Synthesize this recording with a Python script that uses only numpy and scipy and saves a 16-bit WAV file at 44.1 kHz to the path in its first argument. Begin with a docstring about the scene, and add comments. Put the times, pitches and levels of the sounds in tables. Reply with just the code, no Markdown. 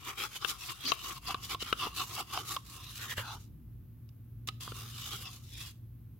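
"""A small, quiet room with a low hum. A metal spoon stirs a little thick liquid in a hand-held
plastic cup, about five strokes a second, then drags slowly along the wall and lifts away.
Tiny slips of the spoon ring the cup and the spoon's own edge, with a fizz on top. Now and then
the spoon knocks the wall or catches and chirps, and once the cup is jolted with a dull bump."""
import sys
import numpy as np
from scipy import signal
from scipy.fft import rfft, irfft
from scipy.io import wavfile
from scipy.ndimage import uniform_filter1d

SR = 44100
rng = np.random.default_rng(int(sys.argv[2]) if len(sys.argv) > 2 else 0)


def materialize(psi):
    """Save the field psi as 16-bit PCM at rate SR to the path in sys.argv[1].

    A 1-D psi becomes a single channel; in a 2-D psi each row is a channel.
    """
    bounded = np.clip(np.atleast_2d(psi).T, -1, 1)
    quanta = np.round(bounded * 32767).astype(np.int16)
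    wavfile.write(sys.argv[1], SR, quanta)


N = 273023
TIME = np.arange(N) / SR

# room tone automation: t/s, rumble/dB, hum/dB
ROOM_TONE_LEVELS = [(0, -58, -82), (1.05, -55.5, -68), (1.3, -51.5, -73), (2, -52, -75), (3.15, -53, -51.5),
                    (3.5, -49, -56.5), (4.1, -52.5, -55), (4.601, -50, -49), (5.15, -52, -53.5),
                    (6.19, -52, -54.5)]
# EQ curves for the room's rumble, its thin hiss and the scrape's fizz: f/Hz, gain/dB
RUMBLE_EQ = [(22, -38.5), (36, -34), (53, 5.5), (72, -3.5), (100, 4), (125, 1.5), (170, -8.5), (300, -15.5),
             (600, -39), (2000, -94.5)]
AIR_EQ = [(500, -2), (1200, -2.5), (3000, -9), (8000, -16.5), (9600, -11), (12000, 0), (15000, -1.5)]
FIZZ_EQ = [(300, -5.5), (700, -8.5), (1700, -3), (4000, 2.5), (7000, 1.5), (8700, -3.5), (11500, 0),
           (16000, -5)]
# stereo image, how alike the two sides are: f/Hz, correlation
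STEREO_LIKENESS = [(100, 0.98), (500, 0.597), (1100, 0.93), (1800, 0.24), (3000, 0.65), (4300, 0.067),
                   (7000, 0)]
# the low end starts out on the left: t/s, right re left/dB
LOW_END_PAN = [(0, -7), (1.0, -10.5), (1.25, 0)]
# strokes on the wall, quick stirs and then slow drags:
# hardest pressure t/s, rise/s, fall/s, level/dB, low modes re level/dB, fizz re level/dB, edge f/Hz
STROKES = [(0.093, 0.045, 0.035, -42.5, -3, -2, 2400), (0.187, 0.018, 0.051, -45, -4, -16, 2604),
           (0.232, 0.04, 0.034, -38.5, -3, -2, 2480), (0.361, 0.033, 0.014, -44, -14, 1.5, 2250),
           (0.429, 0.019, 0.076, -45, -2, -5, 2903), (0.495, 0.016, 0.026, -35.5, -9, -0.5, 3340),
           (0.639, 0.047, 0.078, -46.5, -11.5, 4, 5370), (0.697, 0.013, 0.023, -39.5, -5.5, -4, 2824),
           (0.859, 0.011, 0.037, -39, -28, -6, 4220), (0.9, 0.081, 0.046, -41, -6.5, -2, 2400),
           (1.065, 0.065, 0.073, -43, -5, 0, 3660), (1.113, 0.017, 0.014, -45.5, -1, -18, 2110),
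           (1.165, 0.015, 0.021, -51, -2, 0, 4810), (1.307, 0.046, 0.023, -39, -3.5, -4, 2965),
           (1.449, 0.028, 0.017, -44, -13, -2, 3190), (1.513, 0.021, 0.029, -33.5, -8, -7, 2960),
           (1.623, 0.025, 0.011, -34, -15, -8.5, 3750), (1.685, 0.058, 0.042, -43.5, -7.5, -6, 2927),
           (1.835, 0.052, 0.044, -37.5, -2.5, -3, 3300), (2.01, 0.048, 0.03, -38, -2.5, 0.5, 3994),
           (2.112, 0.042, 0.016, -51.5, 2.5, 5, 3930), (2.194, 0.071, 0.032, -41, -2.5, -1.5, 3390),
           (2.323, 0.048, 0.099, -40.5, -2.5, -2, 3100), (2.51, 0.032, 0.05, -44.5, -1.5, 4.5, 4050),
           (2.713, 0.054, 0.21, -54.5, -7, 3.5, 3660), (2.934, 0.18, 0.2, -53, -24, .5, 3850),
           (3.035, 0.055, 0.037, -45.5, -3.5, 0.5, 1900), (3.121, 0.036, 0.018, -40.5, -15, -3, 1916),
           (3.191, 0.023, 0.031, -40.5, -9.5, -2.5, 1810), (3.31, 0.07, 0.054, -46.5, -5, -6.5, 4020),
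           (3.42, 0.056, 0.042, -69, -21, 7.5, 3700), (4.475, 0.0018, 0.013, -42.5, -11, 5, 3710),
           (4.609, 0.0052, 0.18, -49, -13, 2.5, 3330), (4.76, 0.032, 0.12, -51, -6.5, 2.5, 3780),
           (5.047, 0.15, 0.24, -48, -9, 2, 3500), (5.143, 0.04, 0.018, -43.5, -3, -6, 3058),
           (5.267, 0.015, 0.026, -38.5, -16.5, -14, 3535), (5.321, 0.033, 0.099, -60.5, -28, 2, 3970),
           (5.63, 0.12, 0.074, -45.5, -22.5, -2.5, 3500)]
# the spoon leaves the wall and the scrape ducks: start/s, end/s
LIFTS = [(.38, 0.37), (1.189, 1.22), (1.555, 1.6), (2.235, 2.33), (4.724, 4.74), (5.725, 6.9)]
# modes of the hand-damped cup with the spoon in it: f/Hz, width/Hz, level/dB
CUP_MODES = [(345, 75, -10), (763, 54, -12.5), (1120, 120, 1.5), (1300, 190, -5), (2305, 360, -3.5),
             (2714, 59, 0.5), (2965, 147, 4), (3640, 370, 5.5), (4706, 600, -2), (6200, 440, -24)]
# spoon hits; the spot struck sets the wall's note and how the hand damps it: t/s, level/dB,
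# left re right/dB, base thump/dB, wall f/Hz, wall width/Hz, clack f/Hz, clack re wall/dB
KNOCKS = [(0.4468, -13, 32, -15.5, 1248, 300, 3000, 1), (0.8547, -24, 28, -32, 1120, 150, 4540, 12),
          (.919, -10.5, 24, -12.5, 1117, 136, 2750, 0), (1.3444, -18, 1, -12, 1150, 190, 3200, -5.5),
          (1.5464, -21, 1, -12, 1094, 100, 3300, -5), (1.6253, -25.5, 0, -5.5, 1120, 150, 3700, 14),
          (1.7274, -11.5, 3.5, -9.5, 1288, 140, 2700, -1.5), (1.869, -28, 3, 0, 920, 250, 2480, -10),
          (2.207, -26.5, -10, -20, 1100, 150, 8000, 12), (2.375, -19.5, -1, -32, 1100, 170, 3000, -4),
          (2.5649, -18.5, -0.5, -40, 1080, 156.5, 3300, -5), (3.181, -25.5, 3, -5.5, 1670, 250, 3600, -2),
          (4.0906, -52.5, -5, -33, 1195, 99.9, 5300, 15), (4.4872, -20, -1.5, -21, 1264, 55, 3400, 7),
          (4.6771, -29, 0, -12, 1160, 167, 2800, -14), (4.7202, -31, 3, -2.5, 1120, 220, 2600, -8)]
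# the body of a knock: ratio to the wall's note, level/dB
WALL_MODES = [(0.621, -8.5), (1, 4), (1.17, -7)]
# the spoon's edge chirps or groans: start/s, end/s, start f/Hz, end f/Hz, level/dB
CHIRPS = [(0.853, 0.912, 4710, 4500, -34.5), (0.878, 0.928, 6010, 6200, -39),
          (0.834, 0.941, 298.4, 242, -47.5), (1.262, 1.292, 4800, 4520, -41), (1.283, 1.317, 764, 807, -44),
          (2.17, 2.219, 790, 804, -44.5), (2.33, 2.403, 852, 772, -44.5), (3.172, 3.208, 584, 500, -47.5),
          (3.185, 3.368, 1537, 1234, -49.5), (3.208, 3.396, 900, 846, -52.5)]

LOW_MODES_BELOW_HZ = 1700
STIRRING_ENDS_S = 2.6


def amp(db):
    """Decibels to gain."""
    return 10 ** (np.asarray(db) / 20)


def unit(x):
    """Scales to rms 1."""
    return x / np.sqrt(np.mean(x ** 2) + 1e-20)


def curve_at(points, hz):
    """A curve's value at hz, on a log-frequency axis."""
    f, value = np.transpose(points)
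    return np.interp(np.log(hz + 1), np.log(f), value)


def add(mix, s, sound):
    """Mixes a sound in at s seconds."""
    part = mix[:, round(s * SR):][:, :sound.shape[1]]
    part += sound[:, :part.shape[1]]


def wander(hz):
    """A random modulator of rms 1, rolled off above hz."""
    lowpass = 1 + (np.fft.rfftfreq(N, 1 / SR) / hz) ** 4
    return unit(irfft(rfft(rng.standard_normal(N)) / lowpass, N))


def equalise(x, curve):
    """Applies an EQ curve."""
    return irfft(rfft(x) * amp(curve_at(curve, np.fft.rfftfreq(N, 1 / SR))), N)


def stereo(x):
    """Blends two unrelated channels into an image narrow in the bass and wide in the treble."""
    a, b = rfft(x)
    likeness = curve_at(STEREO_LIKENESS, np.fft.rfftfreq(x.shape[1], 1 / SR))
    mid, side = a * np.sqrt((1 + likeness) / 2), b * np.sqrt((1 - likeness) / 2)
    return irfft(np.array([mid + side, mid - side]), x.shape[1])


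def stereo_noise(n):
    """White noise in that stereo image."""
    return stereo(rng.standard_normal((2, n)))


def low_end_pan():
    """Left and right gains that bring the low end from the left to the centre."""
    right_db = np.interp(TIME, *np.transpose(LOW_END_PAN))
    return amp([-right_db / 4, 3 * right_db / 4])


def ring(x, hz, width):
    """One mode, of gain 1 at its peak."""
    return signal.lfilter(*signal.iirpeak(hz, hz / width, SR), x)


def glide(x, hz, width):
    """A resonance whose centre follows the curve hz."""
    carrier = np.exp(2j * np.pi * np.cumsum(hz) / SR)
    r = np.exp(-np.pi * width / SR)
    return (carrier * signal.lfilter([(1 - r) ** 2], [1, -2 * r, r * r], x / carrier)).real


def room_tone(hum_hz=116, waver_hz=0.613, octave_db=-16, air_db=-72):
    """The bed: low rumble, a wavering hum with its octave, and thin hiss."""
    times, *levels = np.transpose(ROOM_TONE_LEVELS)
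    rumble_db, hum_db = (np.interp(TIME, times, db) for db in levels)
    rumble = amp(rumble_db) * unit(equalise(stereo_noise(N), RUMBLE_EQ))
    phase = 2 * np.pi * np.cumsum(hum_hz + waver_hz * wander(hz=4.28)) / SR
    hum = amp(hum_db) * unit(np.sin(phase) + amp(octave_db) * np.sin(2 * phase))
    air = amp(air_db) * unit(record(equalise(stereo_noise(N), AIR_EQ)))
    return (rumble + hum) * low_end_pan() + air


def spoon_pressure(fade_db=11, deepen_db=5.5, sweep_octaves=-.06, lift_db=-9.5, lift_s=.012):
    """Stroke envelopes for body, rasp and fizz, and the edge's pitch, set by the strongest stroke."""
    stirring = np.clip((STIRRING_ENDS_S - TIME) / 0.022, 0, 1)
    power = amp([[-62], [-60], [-60]]) ** 2 * stirring  # light sliding between the quick strokes
    strongest_db = np.full(N, -np.inf)
    edge_hz = np.full(N, float(STROKES[0][-1]))
    for s, rise_s, fall_s, db, low_db, fizz_db, hz in STROKES:
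        near = (TIME > s - 3 * rise_s) & (TIME < s + 3 * fall_s)
        t = TIME[near] - s
        progress = t / np.where(t < 0, rise_s, fall_s)
        travel = np.clip(progress, -1, 1)  # the contact slides along the spoon
        fade = -fade_db * abs(progress) ** 1.96  # bell-shaped
        rasp_db = db + fade
        body_db = rasp_db + low_db + deepen_db * travel  # edge touches first, bowl last: it deepens
        top_db = db + fizz_db + 0.66 * fade  # fizz follows only in part: harder pressing is duller
        power[:, near] += amp([body_db, rasp_db, top_db]) ** 2
        swept_hz = hz * 2 ** (sweep_octaves * travel)
        edge_hz[near] = np.where(rasp_db > strongest_db[near], swept_hz, edge_hz[near])
        strongest_db[near] = np.maximum(strongest_db[near], rasp_db)
    lifted = sum((TIME > start) & (TIME < end) for start, end in LIFTS)
    duck = amp(lift_db * uniform_filter1d(lifted.astype(float), round(lift_s * SR)))
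    return np.sqrt(power) * duck, edge_hz


def slips(per_s, spread_db):
    """The grain of friction: a random train of tiny slips of uneven size."""
    size = amp(spread_db * np.minimum(rng.exponential(1, N), 4))
    slipping = rng.random(N) < per_s / SR
    return stereo(size * slipping * rng.standard_normal((2, N)))


def cup_ring(drive, bend=0.056, swell_db=2.5):
    """The cup's low and high modes, which bend, wax and wane as the contact travels round."""
    detune = np.exp(bend * wander(hz=4.7))
    low, high = np.zeros((2, 2, N))
    for k, (hz, width, db) in enumerate(CUP_MODES):
        band = ring(drive, hz, 4 * width)  # keeps the valleys between modes dark
        mode = unit(glide(band, hz * detune, 2 * width)) * amp(db + swell_db * wander(hz=12))
        group = low if hz < LOW_MODES_BELOW_HZ else high
        group += (-1) ** k * mode
    return unit(low), unit(high)


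def spoon_edge(drive, hz, width, overtone_ratio=1.42, overtone_db=-8):
    """The two resonances of the spoon's edge, gliding with the point of contact."""
    overtone = unit(glide(drive, overtone_ratio * hz, width))
    return unit(unit(glide(drive, hz, width)) + amp(overtone_db) * overtone)


def cup_reflections(x, turns_per_s=1.0, positions=14, decay_s=.0025):
    """Sound bounces inside the cup; the paths crossfade as the spoon circles, shifting the colour."""
    t, out = np.arange(400) / SR, np.zeros((2, N))
    position = positions * turns_per_s * TIME
    for k in range(positions):
        paths = stereo_noise(len(t)) * np.exp(-t / decay_s)
        paths /= np.linalg.norm(paths[0])
        paths[:, 0] += 1  # direct sound
        distance = abs((position - k + 1) % positions - 1)
        crossfade = np.sqrt(np.maximum(1 - distance, 0))
        out += crossfade * signal.oaconvolve(x, paths, axes=1)[:, :N]
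    return unit(out)


def scrape(body_db=1.75, high_db=-2, edge_db=-5.5, drag_db=3, judder_db=1.0, flicker_db=2.0):
    """Slips ring the cup and the spoon in three layers: hollow body, bright rasp and fine fizz."""
    envelopes, edge_hz = spoon_pressure()
    body_env, rasp_env, fizz_env = envelopes * amp(judder_db * wander(hz=92.6))
    drive = slips(per_s=7000, spread_db=0.5)
    low_modes, high_modes = cup_ring(drive)
    body = amp(body_db) * low_modes * low_end_pan()
    fizz = cup_reflections(equalise(slips(per_s=5000, spread_db=-3.5), FIZZ_EQ))
    # a slow drag holds its contact steady, so the edge rings more narrowly and stands out from the cup
    dragging = TIME >= STIRRING_ENDS_S
    edge = np.where(dragging, spoon_edge(drive, edge_hz, 750), spoon_edge(drive, edge_hz, 1600))
    tilt_db = drag_db * dragging
    rasp = cup_reflections(amp(high_db - tilt_db) * high_modes + amp(edge_db + tilt_db) * edge)
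    flicker = amp(flicker_db * wander(hz=25.06))
    return body_env * body + rasp_env * rasp + fizz_env * flicker * fizz


def clack(blow, clack_hz, focus_db_per_octave=7, spot_db=-3, spot_width_hz=600):
    """A knock's hard attack: the cup's high modes, strongest near the pitch of the spot struck."""
    modes = sum(amp(db - focus_db_per_octave * abs(np.log2(hz / clack_hz))) * unit(ring(blow, hz, width))
                for hz, width, db in CUP_MODES if hz > LOW_MODES_BELOW_HZ)
    spot = amp(spot_db) * unit(ring(blow, clack_hz, spot_width_hz))
    lowpass = signal.butter(3, 1.5 * clack_hz, fs=SR)
    return unit(signal.lfilter(*lowpass, unit(modes) + spot))


def knocks(chatter=1.8, chatter_s=0.0032, tick_db=-15, ring_db=16, thump_hz=430, thump_width_hz=160):
    """The spoon hits and briefly chatters, ringing the wall's note and a clack over the base's thump."""
    t, out = np.arange(4096) / SR, np.zeros((2, N))
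    thump = np.sin(2 * np.pi * thump_hz * t) * np.exp(-np.pi * thump_width_hz * t)
    for s, db, pan_db, thump_db, wall_hz, wall_width, clack_hz, clack_db in KNOCKS:
        rattle = stereo_noise(len(t)) * np.exp(-t / chatter_s)
        blow = (t == 0) + chatter * rattle / np.linalg.norm(rattle[0])
        wall = sum(amp(mode_db) * ring(ring(blow, ratio * wall_hz, wall_width),
                                       ratio * wall_hz, wall_hz / 2) for ratio, mode_db in WALL_MODES)
        attack = clack(blow, clack_hz) + amp(tick_db) * unit(rattle)
        ringing = unit(wall) + amp(clack_db) * attack
        hit = amp(ring_db) * ringing / np.linalg.norm(ringing) + amp(thump_db) * thump
        pan = unit(amp([[pan_db / 2], [-pan_db / 2]]))
        add(out, s, amp(db) * pan * hit)
    return out


def chirps(base_width_hz=70, widening=.13):
    """The spoon's edge catches or drags: uneven stick and slip in one narrow, gliding band."""
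    out = np.zeros((2, N))
    for start, end, from_hz, to_hz, db in CHIRPS:
        noise = rng.standard_normal((2, SR)) + 1j * rng.standard_normal((2, SR))
        n = int((end - start) * SR)
        width = base_width_hz + widening * from_hz
        flutter = signal.lfilter(*signal.butter(2, width / 2, fs=SR), noise)[:, -n:]
        sweep = np.exp(2j * np.pi * np.cumsum(np.linspace(from_hz, to_hz, n)) / SR)
        chirp = unit(stereo((flutter * sweep).real))
        add(out, start, amp(db) * chirp * signal.windows.tukey(n, .5))
    return out


def bump(at_s=3.178, hz=99, t60=0.2, db=-34):
    """A dull bump as the cup is jolted in the hand."""
    t = np.maximum(TIME - at_s, 0)
    return amp(db - 60 * t / t60) * np.sin(2 * np.pi * hz * t)


def room_reverb(x, t60=0.42, wet_db=-19, predelay_s=.003):
    """A short, faint tail of scattered reflections."""
    t = np.arange(SR // 3) / SR
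    taps = rng.standard_normal((2, len(t))) * (rng.random((2, len(t))) < .1)
    taps *= (t > predelay_s) * amp(-60 * t / t60)
    return amp(wet_db) * signal.fftconvolve(x, taps / np.linalg.norm(taps[0]), axes=1)[:, :N]


def scene():
    """The cup up close, with a touch of reverb, over the room tone."""
    cup = scrape() + knocks() + chirps()
    return cup + room_reverb(cup) + bump() + room_tone()


def record(dry):
    """A steep high cut at 16 kHz."""
    high_cut = signal.firwin(511, 16000, window=("kaiser", 9), fs=SR)
    return signal.oaconvolve(dry, high_cut[None], "same")


dry = scene()
out = record(dry)
materialize(out)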